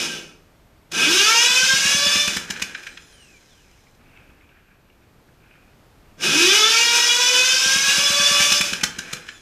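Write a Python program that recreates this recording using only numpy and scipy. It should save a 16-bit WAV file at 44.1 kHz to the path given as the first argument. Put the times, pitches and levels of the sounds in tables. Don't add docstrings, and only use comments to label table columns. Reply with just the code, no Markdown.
import sys
import numpy as np
from scipy import signal
from scipy.fft import rfft, irfft
from scipy.io import wavfile
from scipy.ndimage import uniform_filter1d

SR = 44100
rng = np.random.default_rng(int(sys.argv[2]) if len(sys.argv) > 2 else 0)


def attenuation_scalar(level_db):
    decades = np.asarray(level_db, float) / 20
    return 10 ** decades


def wrap_up_sound(samples):
    columns = np.atleast_2d(samples).T
    tamed = np.clip(columns, -1, 1)
    steps = np.round(tamed * 32767).astype(np.int16)
    wavfile.write(sys.argv[1], SR, steps)


N = 414981
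TIME = np.arange(N) / SR

# (frequency [Hz], density [dB per Hz])
HOUSING = [(290, -35.5), (500, -7.5), (529, -16), (1100, -13.5), (1590, -8.5), (2000, -10), (2480, -3),
           (2700, -8.5), (2990, -3), (4270, -10.5), (5140, -6), (6190, -1.5), (8240, -10), (13000, -19),
           (15200, -24.5)]
# (frequency [Hz], width [Hz], level over the housing colour [dB])
IDLE_RINGS = [(1610, 280, 14.5), (2470, 180, 2.5), (3475, 69, -6), (4070, 30, 16.5), (5124, 50, 11),
              (6100, 50.8, -13), (7260, 160, -10), (9510, 57, 4.5)]
SINGING = (1, 2, 3, 4, 5, 6)


def level(x, db):
    return x * attenuation_scalar(db) / np.sqrt(np.mean(x ** 2))


def play(tables, edge=.012):
    s, *columns = np.transpose(np.concatenate(tables))
    gate = 0
    for t in tables:
        start, end = t[0][0], t[-1][0]
        gate = gate + np.interp(TIME, [start - edge, start, end, end + 4 * edge], [0, 1, 1, 0])
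    return [np.interp(TIME, s, c) for c in columns], gate


def colour(x, points, rings=()):
    size = 1 << 14
    hz = np.fft.rfftfreq(size, 1 / SR) + 1
    point_hz, point_db = np.array(points)[:, 0], np.array(points)[:, 1]
    gain = attenuation_scalar(np.interp(np.log(hz), np.log(point_hz), point_db))
    gain = gain * (1 + sum(attenuation_scalar(db) / (1 + (2 * (hz - f) / w) ** 2) ** .5 for f, w, db in rings))
    cepstrum = irfft(np.log(gain + 1e-9))
    cepstrum[1:size // 2] *= 2
    cepstrum[size // 2 + 1:] = 0
    response = irfft(np.exp(rfft(cepstrum)))[:size // 2]
    return signal.fftconvolve(x, response)[:N]


def band(x, hz, width):
    return signal.lfilter(*signal.iirpeak(hz, hz / width, fs=SR), x)


def walk(rate):
    k = int(SR / rate)
    held = np.repeat(rng.standard_normal(N // k + 1), k)
    return 1.3 * uniform_filter1d(uniform_filter1d(held, k), k)[:N]


def panels(hz, table):
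    scale = np.arange(SR // 2)
    gain = sum(attenuation_scalar(db) / (1 + (2 * (scale - f) / w) ** 2) for f, w, db in table)
    return np.interp(hz, scale, gain)


def add(out, s, burst):
    i = int(s * SR)
    out[i:i + len(burst)] += burst[:N - i]


def hush():
    # (frequency [Hz], density [dB per Hz])
    room = [(12, -34), (20, -6.5), (64, -9), (195, -14.5), (224, -16), (369, -18.5), (560, -21), (719, -22),
            (1000, -25), (1180, -24.5), (8750, -41.5), (11500, -44.5), (15200, -44.5)]
    return level(colour(rng.standard_normal(N), room) * attenuation_scalar(walk(3.2)), -56)


def handling():
    # (start [s], end [s])
    grip = (3.9, 5.4)
    # (middle [s], length [s], level [dB], upper band over lower [dB])
    brushes = [(4.034, .06, -69.5, 4), (4.177, 0.095, -60.5, 3.5), (4.397, 0.14, -66.5, 1.5),
               (4.55, .08, -65, 0), (4.703, 0.12, -65.5, -1), (4.892, 0.055, -71, 4), (5.023, .08, -72, 3),
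               (5.284, .04, -72, -5), (5.527, 0.11, -61.5, 1.5), (5.7, .06, -69, -1),
               (6.1, .06, -69.5, 3.5)]
    # (time [s], peak [dB], pitch [Hz])
    ticks = [
        (3.868, -47.5, 2210),
        (4.012, -52, 1340),
        (4.172, -40, 2380),
        (4.4094, -49, 2190),
        (4.4907, -47, 2550),
        (4.5691, -47, 1535),
        (4.8988, -49, 2530),
        (5.285, -50, 1640),
        (5.5511, -47, 1530),
    ]
    grain = attenuation_scalar(2.8 * walk(120) - 1.0)
    low, high, rumble = (level(band(band(rng.standard_normal(N) * grain, f, w), f, w), 0)
                         for f, w in [(1530, 500), (2450, 620), (110, 240)])
    held = play([[(s,) for s in grip]])[1]
    out = held * attenuation_scalar(-64 + 2.5 * walk(14)) * rumble
    for s, length, db, upper_db in brushes:
        out = out + attenuation_scalar(db) * np.exp(-((TIME - s) / length) ** 2) * (low + attenuation_scalar(upper_db) * high)
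    t = TIME[:SR // 20]
    for s, db, hz in ticks:
        contact = rng.standard_normal(len(t)) * t * np.exp(-t / 0.0017)
        tick = band(band(contact, hz, 600), hz, 800)
        add(out, s, attenuation_scalar(db + 1.5) * tick / np.abs(tick).max())
    return out


def thump(t):
    pipe_hz = 163.6 * (1 + .03 * rng.standard_normal())
    turns = pipe_hz * (t + 0.0046 * (1 - np.exp(-t / 0.0021)))
    swell = (t / .005) * np.exp(1 - t / .005) + .1 * np.exp(-t / .025)
    step = np.gradient(np.exp(-((t - .007) / 0.0024) ** 2)) * SR * .005
    return np.sin(2 * np.pi * turns) * swell + .3 * step


def clack(t, treble_db, hz):
    age = t * 1e3 / 3.82 - 1.9
    scrape = rng.standard_normal(len(t)) * np.where(age < 0, np.exp(-age ** 2 * 0.55), np.exp(-.8 * age))
    ringing = colour(scrape, HOUSING, [(f, 2.5 * w, g - 6) for f, w, g in IDLE_RINGS])[:len(t)]
    body = band(band(ringing, 2200, 2800), 2400, 4000)
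    dull = 0.89 * body + 1.3 * band(ringing, hz, 220)
    sound = dull + attenuation_scalar(treble_db + 5) * (ringing - body) + 0.023 * band(scrape, 500, 500)
    return sound / np.abs(dull).max()


def engine():
    # (time [s], thump level [dB])
    thumps = [(1.498, -35), (1.627, -29), (1.731, -26.5), (1.849, -26), (1.943, -24.5), (2.06, -25.5),
              (2.153, -23.5), (2.273, -25), (2.361, -25), (2.496, -29.5), (2.616, -30), (2.75, -50),
              (7.53, -42.5), (7.656, -29), (7.755, -26.5), (7.877, -30), (7.977, -26.5), (8.098, -27.5),
              (8.194, -27.5), (8.307, -28), (8.398, -25.5), (8.513, -26.5), (8.601, -25), (8.721, -26.5),
              (8.828, -24), (8.98, -31), (9.128, -33)]
    # (time [s], peak [dB], treble [dB], loudest ring [Hz])
    clacks = [(0.9188, -24.5, -2, 2820), (1.8609, -11.5, -13, 2820), (2.0674, -12, -11, 2900),
              (2.1584, -10, -14, 2920), (2.2782, -12, -2, 2550), (2.368, -10, -6.5, 1673),
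              (2.5048, -15, -4.5, 1760), (2.5619, -23.5, -34.5, 2450), (2.6215, -11.5, -5, 2450),
              (2.7486, -18.5, -27, 1600), (2.8335, -30.5, -7, 2470), (2.8689, -21.5, -14.5, 1680),
              (2.9247, -38, -13, 1650), (2.9733, -25, -28, 1590), (6.209, -25, -9, 2550),
              (8.4066, -14, -12.5, 2976), (8.5214, -12.5, -1, 2963), (8.611, -7.5, -5.5, 2370),
              (8.7322, -11, -7.5, 3050), (8.8115, -20, -11, 2410), (8.8363, -9, -3.5, 1585),
              (8.9882, -17, -4.5, 1613), (9.1315, -19, 1.5, 2340), (9.2878, -20, -50, 1740)]
    out, t = np.zeros(N), TIME[:SR // 5]
    for s, db in thumps:
        add(out, s + 0.0023, attenuation_scalar(db) * thump(t))
    for s, db, treble_db, hz in clacks:
        add(out, s - .004, attenuation_scalar(db) * clack(t, treble_db, hz))
    return signal.sosfilt(signal.butter(2, 40, "high", fs=SR, output="sos"), out)


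def drone():
    # (frequency [Hz], width [Hz], level [dB])
    modes = [(161.5, 12, 3), (299.4, 290, -7)]
    return level(sum(attenuation_scalar(db) * band(band(rng.standard_normal(N), f, w), f, 2 * w) for f, w, db in modes), 0)


def rattling(knocks_per_s=400, knock_db=4.0):
    knocks = (rng.random(N) < knocks_per_s / SR) * attenuation_scalar(knock_db * rng.exponential(size=N))
    loose = rng.standard_normal(N) * (1 + 0.2 * signal.lfilter([1], [1, -.99], knocks))
    ring = colour(loose, HOUSING, IDLE_RINGS)
    dull = signal.sosfiltfilt(signal.butter(2, 3000, fs=SR, output="sos"), ring)
    return level(dull, 0), level(ring - dull, 0)


def spinning_down(bright):
    # (heard from [s], stands still [s], brush hiss [dB])
    spins = [
        (2.72, 3.985, -61),
        (9.2, 10.28, -62),
    ]
    partials = (7, 4, 1)
    # (frequency [Hz], width [Hz], level [dB])
    casing = [(2330, 260, -5), (2920, 380, 1), (3470, 120, -5), (4000, 250, -11), (5250, 300, -6),
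              (6900, 500, -6), (8000, 1200, -7), (9800, 2200, -8)]
    hz, brush = 0, 0
    for start, stop, db in spins:
        hz = hz + 3750 * np.clip(stop - TIME, 0, None) * (TIME > start)
        fade_in = np.clip((TIME - start) / 0.13, 0, 1)
        brush = brush + attenuation_scalar(db) * fade_in * np.clip(stop - TIME, 0, 1) ** 0.44
    turns = np.cumsum(hz * (1 + 0.0119 * walk(180))) / SR
    whine = 0
    for k, db in enumerate(partials):
        phase = 2 * np.pi * (k + 1) * turns + 0.82 * k * walk(500)
        whine = whine + panels((k + 1) * hz, casing) * attenuation_scalar(db + 4.3 * walk(45)) * np.sin(phase)
    return brush * (bright + np.sqrt(2) * whine)


def coasting():
    # (time [s], rattle level [dB])
    coast = [
        [(2.3, -30.5), (2.39, -42), (2.6, -40), (2.78, -45), (3.02, -58.5), (3.6, -66), (3.95, -73)],
        [(8.66, -39), (8.76, -39), (8.88, -44.5), (9.12, -40), (9.27, -49), (9.41, -56.5)],
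    ]
    (db,), gate = play(coast)
    dull, bright = rattling()
    rattle = attenuation_scalar(db) * (dull + attenuation_scalar(-6.5) * bright)
    hum = attenuation_scalar(-45 + 0.77 * (db + 36)) * drone()
    return gate * (rattle + hum) + spinning_down(bright)


def teeth(hz, wander=.0025, flutter_db=3.2, wear=.4, blur=.1, fall_db=.45, teeth_per_turn=10):
    turns = np.cumsum(hz * (1 + wander * walk(40))) / SR
    throb = rng.random((16, 2)) * 2 * np.pi
    strikes = 0
    for k, (start, late) in enumerate(throb, 1):
        size = attenuation_scalar(flutter_db * walk(60) - fall_db * k)
        size = size * (1 + wear * np.sin(2 * np.pi * turns / teeth_per_turn + late))
        size = size * (.4 if k in SINGING else 1)
        strikes = strikes + size * np.sin(2 * np.pi * k * turns + 0.25 * start + blur * k * walk(140))
    return strikes, turns


def tooth_tones(hz, turns, even_db, slow):
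    strengths = (0, 0.5, -1, -3, 1.5, 1.5)
    # (frequency [Hz], width [Hz], level under the motor [dB])
    sheets = [(343, 128, -12.5), (500, 40, -24.5), (578.8, 19, -18.5), (948, 130, -18.5), (1158, 34, -18),
              (1317, 90, -8.5), (1590, 130, -6), (1750, 130, -20), (2348, 350, -10), (2550, 41, -11.5),
              (2815, 69, -11), (3100, 270, -13), (3476, 98, -3.5), (1900, 200, -19)]
    tones = 0
    for k, db in zip(SINGING, strengths):
        load_db = db + min(k / 3, 1) * even_db - 3.0 * (k - 1) * slow
        flutter_db = 1.3 * walk(12) + (2.2 + 0.35 * k) * walk(90)
        phase = 2 * np.pi * k * turns + 0.13 * k * walk(120)
        tones = tones + panels(k * hz, sheets) * attenuation_scalar(load_db + flutter_db) * np.sin(phase)
    return np.sqrt(2) * tones


def motor():
    # (time [s], tooth rate [Hz], level [dB], evenness of the tooth strikes [dB])
    drive = [
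        [(0.0, 257, -21, -8), (0.15, 218.8, -30.5, 1.5), (0.34, 181.7, -52.5, 7), (0.45, 150, -72.5, -15)],
        [(0.905, 156.6, -61, -2), (0.935, 182.2, -26.5, 1), (1.03, 259.9, -12.5, 2.5), (1.16, 381, -13.5, -2),
         (1.31, 452.4, -13.5, 0.5), (1.57, 507.6, -14.5, -1), (1.73, 532, -15.5, 0.5), (1.87, 561.4, -16, -2),
         (2.22, 587.2, -16, -1.5)],
        [(6.18, 131.8, -54, 9), (6.24, 177.7, -18, -1.5), (6.38, 320, -13.5, 0), (6.56, 422.2, -14, 0.5),
         (6.82, 469.2, -14.5, 0.5), (7.1, 480.5, -15, 1), (7.6, 521.8, -15, -1.5), (8.03, 571, -16, -2.5),
         (8.58, 583.2, -16.5, -6.5)],
    ]
    # (time [s], tooth rate [Hz], level [dB], evenness [dB])
    release = (0.194, -8, -18, -14)
    # (frequency [Hz], width [Hz], level over the housing colour [dB])
    steel = [(934, 110, -0.5), (1107, 8.8, -7), (1330, 36, 6.5), (1583, 24, 14.5), (2340, 25, 1),
             (2530, 14.22, 15), (2820, 13, 13), (2920, 27, 8.5), (3472, 49, 12), (3910, 85, 6),
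             (4620, 65, 6.5), (5144, 60, 9.5), (5280, 53, 6.5), (4860, 25, -12.5), (6020, 90, -1.5),
             (9200, 72, 5.5)]
    let_go = [t + [tuple(np.add(t[-1], release))] for t in drive]
    (hz, db, even_db), gate = play(let_go)
    strikes, turns = teeth(hz)
    struck = colour(strikes, HOUSING, steel)
    noise = rng.standard_normal(N) * attenuation_scalar(1.2 * walk(30))
    chatter = level(colour(noise, HOUSING, [(f, w, g + 2.5) for f, w, g in steel]), 0)
    hiss = level(colour(noise, HOUSING, [(f, w, g - 3.5) for f, w, g in steel]), 0)
    slow = np.clip((470 - hz) / 150, .2, 1)
    share = attenuation_scalar(3 + even_db - 9 * slow)
    gears = share * struck / np.std(struck[gate > .5]) + slow * chatter + (1 - slow) * hiss
    gears = attenuation_scalar(-1.5) * gears / np.sqrt(1 + share ** 2)
    tones = tooth_tones(hz, turns, even_db, slow)
    hum = attenuation_scalar(-.4 * (db + 10.5)) * (attenuation_scalar(-42.5) + attenuation_scalar(-19) / (1 + (hz / 320) ** 12))
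    frame = attenuation_scalar(-33 + 11.0 * slow) * level(band(band(noise, 360, 140), 330, 260), 0)
    return gate * attenuation_scalar(db + 0.78 * walk(15)) * (gears + tones + hum * drone() + frame)


def shop(x):
    t60_s, damping = 0.4, 0.46
    t = TIME[:SR // 2]
    noise = rng.standard_normal(len(t))
    dull = signal.lfilter([.15], [1, -.85], noise)
    tail = dull * attenuation_scalar(-60 * t / t60_s) + (noise - dull) * attenuation_scalar(-60 * t / (t60_s * (1 - damping)))
    tail = tail * np.clip((t - .004) / 0.0064, 0, 1)
    return signal.fftconvolve(x, tail / np.sqrt(np.sum(tail ** 2)))[:N]


def scene():
    near = handling() + engine() + coasting() + motor()
    return (attenuation_scalar(-1.57) * near + attenuation_scalar(-9.5) * shop(near) + hush())[None]


def low_pass(x):
    return signal.sosfilt(signal.butter(12, 15390, fs=SR, output="sos"), x)


def record(dry):
    # (frequency [Hz], level [dB])
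    whistles = [
        (11719, -77),
        (14626, -85),
    ]
    whistle = sum(np.sqrt(2) * attenuation_scalar(db) * np.sin(2 * np.pi * hz * TIME) for hz, db in whistles)
    rounded = np.tanh(1.19 * dry) / 1.056
    sound = signal.sosfilt(signal.ellip(8, .2, 60, 15050, fs=SR, output="sos"), rounded)
    return low_pass(sound + whistle)


dry = scene()
out = record(dry)
wrap_up_sound(out)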